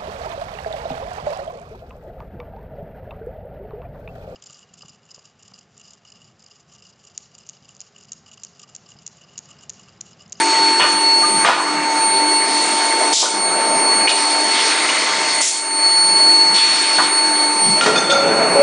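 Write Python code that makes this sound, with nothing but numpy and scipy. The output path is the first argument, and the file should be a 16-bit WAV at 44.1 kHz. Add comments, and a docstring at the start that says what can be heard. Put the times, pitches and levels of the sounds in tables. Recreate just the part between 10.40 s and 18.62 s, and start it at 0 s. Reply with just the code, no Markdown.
"""Forging cell in a factory hall

Heard from a phone close by. Behind everything, motors roar and hum, a pump sings, fans hiss, far machines
clatter (coloured noise and wavering sines); a power converter whines on multiples of one tone. Valves vent and
die spray hisses (shaped noise), tooling knocks (noise cracks ringing decaying modes), and at the end a part
clanks down a steel chute and rumbles in its bin. Whine and hall dip briefly seven times and creep back."""
import sys
import numpy as np
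from scipy import signal
from scipy.fft import rfft, irfft, next_fast_len
from scipy.io import wavfile
from scipy.ndimage import uniform_filter1d

SR = 44100
rng = np.random.default_rng(int(sys.argv[2]) if len(sys.argv) > 2 else 0)


def rack_gain(trim_db):
    """Turn a fader trim in dB into the linear factor to multiply a signal by."""
    fader = np.asarray(trim_db, float)
    return 10 ** (fader / 20)


def store_wav(level_fs):
    """Save 16-bit WAV to argv[1]."""
    pcm = np.round(np.clip(np.atleast_2d(level_fs), -1, 1) * 32767)
    wavfile.write(sys.argv[1], SR, pcm.T.astype(np.int16))


N = 362502
T = np.arange(N) / SR

# valves dumping their air: t/s, level/dB, hold/s, fade/s, brightness/dB per octave
VENT_BURSTS = [(2.722, -15.5, 0.085, 0.072, 3.5), (3.692, -20, 0.0039, 0.013, -7),
               (5.007, -17, 0.078, 0.072, 13)]
# nozzles spraying the dies: t/s, length/s, thin hiss level/dB, full spray level/dB, rise/s
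SPRAY_BURSTS = [(-.1, 0.62, -27, -29.5, .01), (2.05, 0.89, -25, -30.5, 0.075),
                (3.671, 1.5, -24, -31.5, 0.014), (4.04, 0.91, -29.5, -23.5, 0.17),
                (6.142, .5, -24.5, -22, 0.002)]


def level(x, db):
    """Set the rms level."""
    return x * rack_gain(db) / np.sqrt(np.mean(x ** 2))


def columns(table):
    """Interpolate the columns of a time table, sample by sample."""
    s, *rest = np.transpose(table)
    return [np.interp(T, s, c) for c in rest]


def walk(rate):
    """Random levels held 1 / rate s and slewed twice; spread near 1."""
    k = int(SR / rate)
    steps = np.repeat(rng.standard_normal(N // k + 1), k)
    return 1.3 * uniform_filter1d(uniform_filter1d(steps, k), k)[:N]


def noise(shape, flicker_db=0., rate=12.):
    """Noise of a given colour, rms 1, whose third-octaves flicker on their own."""
    size = next_fast_len(N)
    third = 3 * np.log2(np.arange(size // 2 + 1) * SR / size + 1)
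    hz, db = np.transpose(shape)
    edges = 3 * np.log2(hz)
    spec = rfft(rng.standard_normal(size)) * rack_gain(np.interp(third, edges, db, -90, -90))
    out = np.zeros(N)
    for b in np.arange(np.floor(edges[0]), edges[-1] + 1):
        # overlapping triangular bands
        band = irfft(spec * np.clip(1 - abs(third - b), 0, 1), size)[:N]
        out = out + band * rack_gain(flicker_db * walk(rate))
    return level(out, 0)


def ring(x, hz, t60):
    """One decaying mode excited by x, peak 1 for a unit tap."""
    pole = np.exp(2j * np.pi * hz / SR - np.log(1000) / (t60 * SR))
    return signal.lfilter([1], [1, -pole], x).imag


def tone(hz, waver_hz, waver_db):
    """A sine of rms near 1 whose pitch and strength waver."""
    phase = 2 * np.pi * np.cumsum(hz + waver_hz * walk(25)) / SR
    return np.sqrt(2) * rack_gain(waver_db * walk(15)) * np.sin(phase)


def place(out, s, sound, db):
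    """Lay a sound at time s with the given peak."""
    i = int(s * SR)
    sound = sound[:N - i]
    return out + np.pad(sound * rack_gain(db) / abs(sound).max(), (i, N - i - len(sound)))


def swell(s, rise, hold, fade):
    """An envelope that rises from s, holds at 1, then dies away exponentially."""
    rise = max(rise, .001)
    fall = np.exp(-np.clip(T - s - rise - hold, 0, None) / max(fade, .005))
    return np.clip((T - s) / rise, 0, 1) * fall


def apart():
    """A faint hiss, laid in opposite sign on the two channels."""
    # f/Hz, density/dB per Hz
    apart_colour = [(130, -11.5), (400, -20.5), (1300, -19.5), (2600, -11), (4200, -7), (4800, -7.5),
                    (6500, -3.5), (7200, 6.5), (7450, -1.5), (8200, -23)]
    return rack_gain(-40.0) * noise(apart_colour, 1.2, 14.)


def thuds():
    """Heavy machines far off thud unevenly through the floor: low noise with a wandering level."""
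    # f/Hz, density/dB per Hz
    thud_colour = [(110, -8), (160, -2.5), (230, 1.5)]
    return rack_gain(-48 + 6.5 * walk(12)) * noise(thud_colour)


def fans():
    """Fans hiss steadily: air noise with a flickering colour."""
    # f/Hz, density/dB per Hz
    fan_colour = [(2200, -17), (2900, -0.5), (3600, -2), (4100, 1.5), (5000, -3.5), (6400, -4),
                  (7300, -13.5), (8400, 4.5), (9900, -7.5)]
    return rack_gain(-28) * noise(fan_colour, 2.5, 30.)


def pump():
    """A pump sings on a tone and a faint one near its third multiple, over the hum of its motor."""
    # motor hum: f/Hz, level against the pump tone/dB
    motor_hum = [(300, -12), (349, -16), (393, -16)]
    song = tone(899, 1.06, 0.88) + rack_gain(-20.5) * tone(2702, 5.0, 4.7)
    return song + sum(rack_gain(db) * tone(hz, 2.53, 3.24) for hz, db in motor_hum)


def hall():
    """Motor roar, pump and distant clatter follow their own level curves over the fans and thuds."""
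    # between the dips: t/s, roar level/dB, pump tone level/dB, machine clatter level/dB
    hall_levels = [(0, -26.5, -17.5, -21.5), (.8, -28.5, -21, -28), (1.0, -28, -19.5, -26),
                   (1.3, -24, -22, -24), (1.76, -26.5, -18.5, -26.5), (2.13, -26, -22, -25),
                   (2.7, -23, -22, -25), (3.34, -21.5, -21, -25.5), (4.1, -25, -23.5, -24),
                   (4.55, -25.5, -29.5, -22), (5.0, -29.5, -25.5, -25.5), (6.02, -27.5, -20.5, -26.5),
                   (6.3, -28.5, -26, -22), (7.36, -27, -21, -28.5), (7.43, -18.5, -25.5, -22),
                   (7.62, -23.5, -24, -21.5), (8.22, -14.5, -26, -20.5)]
    # motor roar: f/Hz, density/dB per Hz
    roar_colour = [(110, -42.5), (180, -20), (240, -7), (296, -1), (440, -0.5), (520, -4), (620, 2),
                   (800, 0.5), (1000, 0), (1400, -10)]
    # distant machines: f/Hz, density/dB per Hz
    clatter_colour = [(800, -14.5), (1100, -3), (1700, -3), (2300, -3.5), (3000, -13)]
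    roar_db, pump_db, clatter_db = columns(hall_levels)
    roar = rack_gain(roar_db) * noise(roar_colour, 2.2, 24.)
    clatter = rack_gain(clatter_db) * noise(clatter_colour, 2.1, 35.)
    return roar + rack_gain(pump_db) * pump() + clatter + fans() + thuds()


def octave_hiss_share():
    """How far a hiss replaces the whine's octave tone, 0 to 1, timed by the sprays and vents."""
    share = sum(swell(s, 0.022, length, 0.011) for s, length, *_ in SPRAY_BURSTS)
    share = share + sum(swell(s, 0.023, hold, fade) for s, _, hold, fade, _ in VENT_BURSTS)
    return np.clip(share, 0, 1)


def whine():
    """Magnetic parts sing on multiples of the switching tone, with a faint rough skirt."""
    # pitch: t/s, f/Hz
    whine_pitch = [(0, 4401), (.6, 4399), (1.4, 4397.3), (3.6, 4397), (4.8, 4398.8), (5.7, 4400.5),
                   (8.22, 4400.5)]
    # between the dips: t/s, whine level/dB, octave level/dB
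    whine_levels = [(0, -22.5, -21.5), (.11, -17, -33.5), (.39, -15.5, -26.5), (.6, -17, -22),
                    (.7, -13, -32), (.82, -17.5, -20.5), (1.1, -20, -22.5), (1.37, -24, -42.5),
                    (1.65, -22, -20.5), (1.9, -19.5, -24), (2.72, -23.5, -24), (3.25, -20, -20),
                    (3.41, -24, -19.5), (3.49, -16, -17), (4.12, -19, -24), (4.51, -25, -24.5),
                    (4.81, -23.5, -34.5), (5.05, -20.5, -18.5), (5.37, -18.5, -16.5), (5.46, -10, -20.5),
                    (5.66, -12.5, -15), (5.86, -9.5, -22), (6.57, -16, -22), (7.33, -17, -18.5),
                    (7.87, -16.5, -33.5), (8.22, -17, -20)]
    # other partials: multiple of the whine, level/dB
    whine_partials = [(.5, -33.5), (1.5, -37.5)]
    # mains ripple beside the whine: offset from it/Hz, level/dB
    ripple_sides = [(-300, -43.5), (500, -49)]
    (hz,), (db, octave_db) = columns(whine_pitch), columns(whine_levels)
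    skirt = noise([(4150, -8.0), (4330, -13.0), (4400, 6.0), (4470, -18), (4520, -40.0)])
    main = tone(hz, 1.64, 1.0) + rack_gain(-11.5) * skirt
    parts = sum(rack_gain(d + 1.5 * walk(3.)) * tone(k * hz, 1.16, 2.) for k, d in whine_partials)
    parts = parts + sum(rack_gain(d) * tone(hz + off, 1.0, 4.7) for off, d in ripple_sides)
    # during sprays and vents a narrow hiss stands in for the octave tone
    hissy = octave_hiss_share()
    octave = hissy * noise([(8610, 0.013), (9045, 0.032)]) + (1 - hissy) * tone(2 * hz, 1.0, 2.06)
    return rack_gain(db) * main + parts + rack_gain(octave_db) * octave


def dips():
    """The level change in dB of whine and hall: brief dips at set moments that creep back."""
    # t/s, depth/dB, hold/s, recovery/s
    dip_times = [(0.401, 4, 0.024, 0.089), (1.045, 10.5, 0.04, 0.15), (2.735, 13.5, 0.031, 0.17),
                 (3.662, 3.5, 0.03, 0.17), (5.017, 11, 0.065, 0.26), (6.175, 2, 0.26, 0.17),
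                 (7.402, 6, 0.046, 1)]
    return -sum(db * swell(s, 0.0057, hold, back) for s, db, hold, back in dip_times)


def vents(jet_colour, spray):
    """Valves vent in short bursts of jet noise, each with its own brightness, over a little spray."""
    out = np.zeros(N)
    for s, db, hold, fade, tilt_db in VENT_BURSTS:
        tilted = [(f, d + tilt_db * np.log2(f / jet_colour[0][0])) for f, d in jet_colour]
        bright = noise(tilted, 0.7, 21.67)
        out = out + rack_gain(db) * swell(s, 0.0096, hold, fade) * (bright + rack_gain(-16.5) * spray)
    return out


def whistles():
    """Nozzles whistle hoarsely: noise through one narrow resonance, with a fluttering level."""
    # t/s, length/s, f/Hz, approximate width/Hz, level/dB
    whistle_notes = [(4.003, 1, 2055, 120, -26.5), (4.396, .6, 632, 40, -34.5)]
    out = np.zeros(N)
    for s, length, hz, width_hz, db in whistle_notes:
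        hoarse = level(ring(rng.standard_normal(N), hz, 2.4 / width_hz), 0)
        out = out + rack_gain(db + 1.6 * walk(30)) * swell(s, 0.21, length - .2, 0.062) * hoarse
    return out


def jets():
    """Air jets: vents, whistles, and sprays that hold but sag as the pressure falls."""
    # thin jet hiss: f/Hz, density/dB per Hz
    jet_colour = [(3000, -1.5), (4000, 2.5), (5000, 3.5), (6500, 1), (7600, 0), (8500, -13), (9900, -8)]
    # full spray: f/Hz, density/dB per Hz
    spray_colour = [(1900, -4.5), (2500, 2.5), (3300, 3.5), (4100, 4.5), (5200, -8.5)]
    sag_db_per_s, shut_s = 6.5, 0.062
    jet, spray = noise(jet_colour, 2.3, 22.04), noise(spray_colour, 2.6, 40.)
    out = vents(jet_colour, spray) + whistles()
    for s, length, jet_db, spray_db, rise in SPRAY_BURSTS:
        sag = rack_gain(-sag_db_per_s * np.clip(T - s, 0, None))
        flow = swell(s, rise, length - rise, shut_s) * sag
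        out = out + flow * (rack_gain(jet_db) * jet + rack_gain(spray_db) * spray)
    return out


def knocks():
    """A blow and a short rattle of bounces: a crack of noise that also rings the tooling near its colour."""
    # t/s, peak/dB, colour centre/Hz, colour width/octaves, rattle length/s
    blows = [(0.397, -8, 950, .4, 0.0073), (0.3978, -7, 3000, 0.24, 0.05), (.402, -5.5, 1770, 0.94, 0.065),
             (0.437, -9, 1130, 0.95, 0.039), (0.827, -11.5, 1220, 0.03, 0.019),
             (1.047, -1.5, 1450, 0.82, 0.01), (1.049, -3.5, 2200, 1.4, 0.096),
             (1.065, -7, 1670, 1.3, 0.016), (1.086, -4, 1010, 0.77, 0.011), (1.096, -5, 1140, 0.95, 0.015),
             (1.126, -11, 1270, 1.1, 0.018), (1.164, -14, 1110, 0.72, 0.014),
             (1.197, -10, 1180, 0.4, 0.017), (1.259, -15, 1180, 0.31, .04), (2.827, -12.5, 810, 0.8, 0.027),
             (2.855, -16, 1400, 0.13, .04), (3.673, -3.5, 2730, 0.29, 0.012),
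             (3.692, -5, 3190, 0.53, 0.015), (3.71, -12, 2580, 0.32, .015), (4.49, -8.5, 2550, 0.21, 0.012),
             (6.182, -11.5, 3500, 0.2, 0.034), (6.585, -3, 1300, 0.64, 0.034),
             (7.41, -1.5, 2820, 0.64, 0.0017), (7.412, -6.5, 3350, 1.4, 0.12),
             (7.4593, -3, 1210, 2.2, 0.038), (7.553, -16, 3500, 1.1, 0.03), (7.699, -10, 3900, 0.57, 0.041)]
    # modes: f/Hz, level/dB, t60/s
    tooling_modes = [(680, -12, 0.087), (1007, 2, 0.13), (1227, 0, 0.088), (1502, 5, 0.036),
                     (1917, 5.5, 0.047), (2510, -5, 0.1), (2920, -7, 0.099), (3500, -9, 0.09),
                     (3900, -7, 0.07)]
    out, t = np.zeros(N), T[:SR // 2]
    freq = np.arange(len(t) // 2 + 1) * SR / len(t) + 1
    for s, db, hz, octaves, length in blows:
        def near_db(f):
            return -6 * (np.log2(f / hz) / octaves) ** 2

        chance = rng.standard_normal((2, len(t)))
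        # uneven taps keep up for a while, then die away
        taps = chance[0] * rack_gain(3.0 * chance[1]) * np.exp(-(t / max(length, .002)) ** 1.67)
        rings = sum(rack_gain(d + near_db(f)) * ring(taps, f, t60) for f, d, t60 in tooling_modes)
        crack = irfft(rfft(taps) * rack_gain(near_db(freq)) / np.sqrt(freq), len(t))
        # the broader the crash, the less it rings against its noise
        out = place(out, s, level(rings, -2 - 3 * octaves) + level(crack, 0), db)
    return out


def clanks(chute_modes):
    """A steel part clanks on the chute; loose sheet buzzes, every mode shaken as it rings."""
    # t/s, peak/dB, brightness/dB per octave, rise/s
    contacts = [(7.41, -11, -25, 0.002), (7.43, -14.5, -17, .003), (7.479, -15, -14, 0.0044),
                (7.557, -6, -3, 0.0055), (7.576, -6.5, -1.5, 0.0035), (7.615, -16, -12, 0.0025),
                (7.697, -8, -2, .004), (7.712, -6.5, -2.5, 0.0031), (7.729, -5, -16, 0.0035),
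                (7.75, -10, -6, 0.004), (7.798, -21, -7, 0.006), (7.875, -19, -7, 0.007)]
    out, t = np.zeros(N), T[:SR // 2]
    buzz = rack_gain(6.5 * np.array([walk(120.)[:len(t)] for _ in chute_modes]))
    for s, db, tilt_db, rise in contacts:
        rings = np.zeros(len(t))
        for shake, (f, d, t60) in zip(buzz, chute_modes):
            strength = rack_gain(d + tilt_db * np.log2(f / chute_modes[0][0]))
            rings = rings + strength * np.roll(shake, int(s * SR)) * ring(t == 0, f, t60)
        # a glancing contact lets the ring build up
        out = place(out, s, rings * (1 - np.exp(-t / max(rise, .001))), db)
    return out


def drumming():
    """The part drums on the panels of the bin: a low wavering tone per panel swells at each hit."""
    # one per panel: f/Hz
    panel_hz = [559, 662, 429]
    # one list of hits per panel: t/s, level/dB, hold/s
    panel_hits = [
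        [(7.42, -32, 0.018), (7.69, -19, 0.19), (7.94, -23.5, .05), (8.15, -12.5, .1)],
        [(7.49, -26.5, 0.042), (7.9, -35, 0.04), (8.0, -18, 0.05)],
        [(7.47, -22.5, 0.021), (7.56, -36, 0.034), (7.9, -21.5, 0.02), (8.02, -27.5, 0.058), (8.15, -21, 0.044)],
    ]
    out = np.zeros(N)
    for hz, hits in zip(panel_hz, panel_hits):
        beats = sum(rack_gain(db) * swell(s, 0.007, hold, 0.035) for s, db, hold in hits)
        out = out + rack_gain(1.6 * walk(40)) * tone(hz, 4.08, 1.3) * beats
    return out


def chute():
    """The part clanks down the chute, then tumbles and drums in the bin as a rumble of noise and tones."""
    # chute modes: f/Hz, level/dB, t60/s
    chute_modes = [(1387, -0.5, 0.11), (2495, -10, 0.079), (3550, -1, 0.087), (4760, -11.5, 0.15),
                   (5440, -14.5, 0.13), (6160, -10, 0.2), (6650, -15, 0.25), (6700, -29, .15)]
    # tumbling: t/s, level/dB
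    tumble_levels = [(7.38, -33), (7.428, -22), (7.492, -22), (7.672, -25), (7.954, -16.5), (8.05, -22.5),
                     (8.188, -19.5), (8.22, -31)]
    # tumbling: f/Hz, density/dB per Hz
    bin_colour = [(100, -2), (150, -2), (300, -2.5), (550, 1), (800, -0.5), (1100, -10.5), (1500, -3)]
    tumble_db, = columns(tumble_levels)
    # the tumbling keeps the chute's lower modes sounding
    scrape = sum(level(ring(rng.standard_normal(N), f, t60), d - 14) for f, d, t60 in chute_modes[:2])
    rumble = drumming() + rack_gain(tumble_db) * (noise(bin_colour, 1.7, 25.) + scrape)
    fade_in = np.clip((T - tumble_levels[0][0]) / 0.097, 0, 1)
    return clanks(chute_modes) + rumble * fade_in


def echo(blows):
    """The hall's reverberation: blows convolved with decaying noise, t60 1.1 s, from 12 ms on."""
    t = T[:SR]
    tail = rng.standard_normal(SR) * np.exp(-t * np.log(1000) / 1.1) * (t > .012)
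    return rack_gain(-6.5) * signal.fftconvolve(blows, tail / np.linalg.norm(tail))[:N]


def scene():
    """Blows echo in the hall; both channels hear nearly the same, but for a faint hiss."""
    steady = rack_gain(dips()) * (hall() + whine())
    blows = knocks() + chute()
    mid = steady + jets() + blows + echo(blows)
    side = apart()
    return np.array([mid + side, mid - side])


def band_limit(x):
    """A steep low-pass at the top of the band."""
    return signal.sosfilt(signal.butter(12, 10440, fs=SR, output="sos"), x)


def record(dry):
    """The phone cuts bass and top and rounds the loudest peaks."""
    x = signal.sosfilt(signal.butter(6, 150, "high", fs=SR, output="sos"), dry)
    x = np.tanh(0.72 * x) / 0.75
    x = signal.sosfilt(signal.ellip(10, .2, 80, 9950, fs=SR, output="sos"), x)
    return band_limit(x)


dry = scene()
out = record(dry)
store_wav(out)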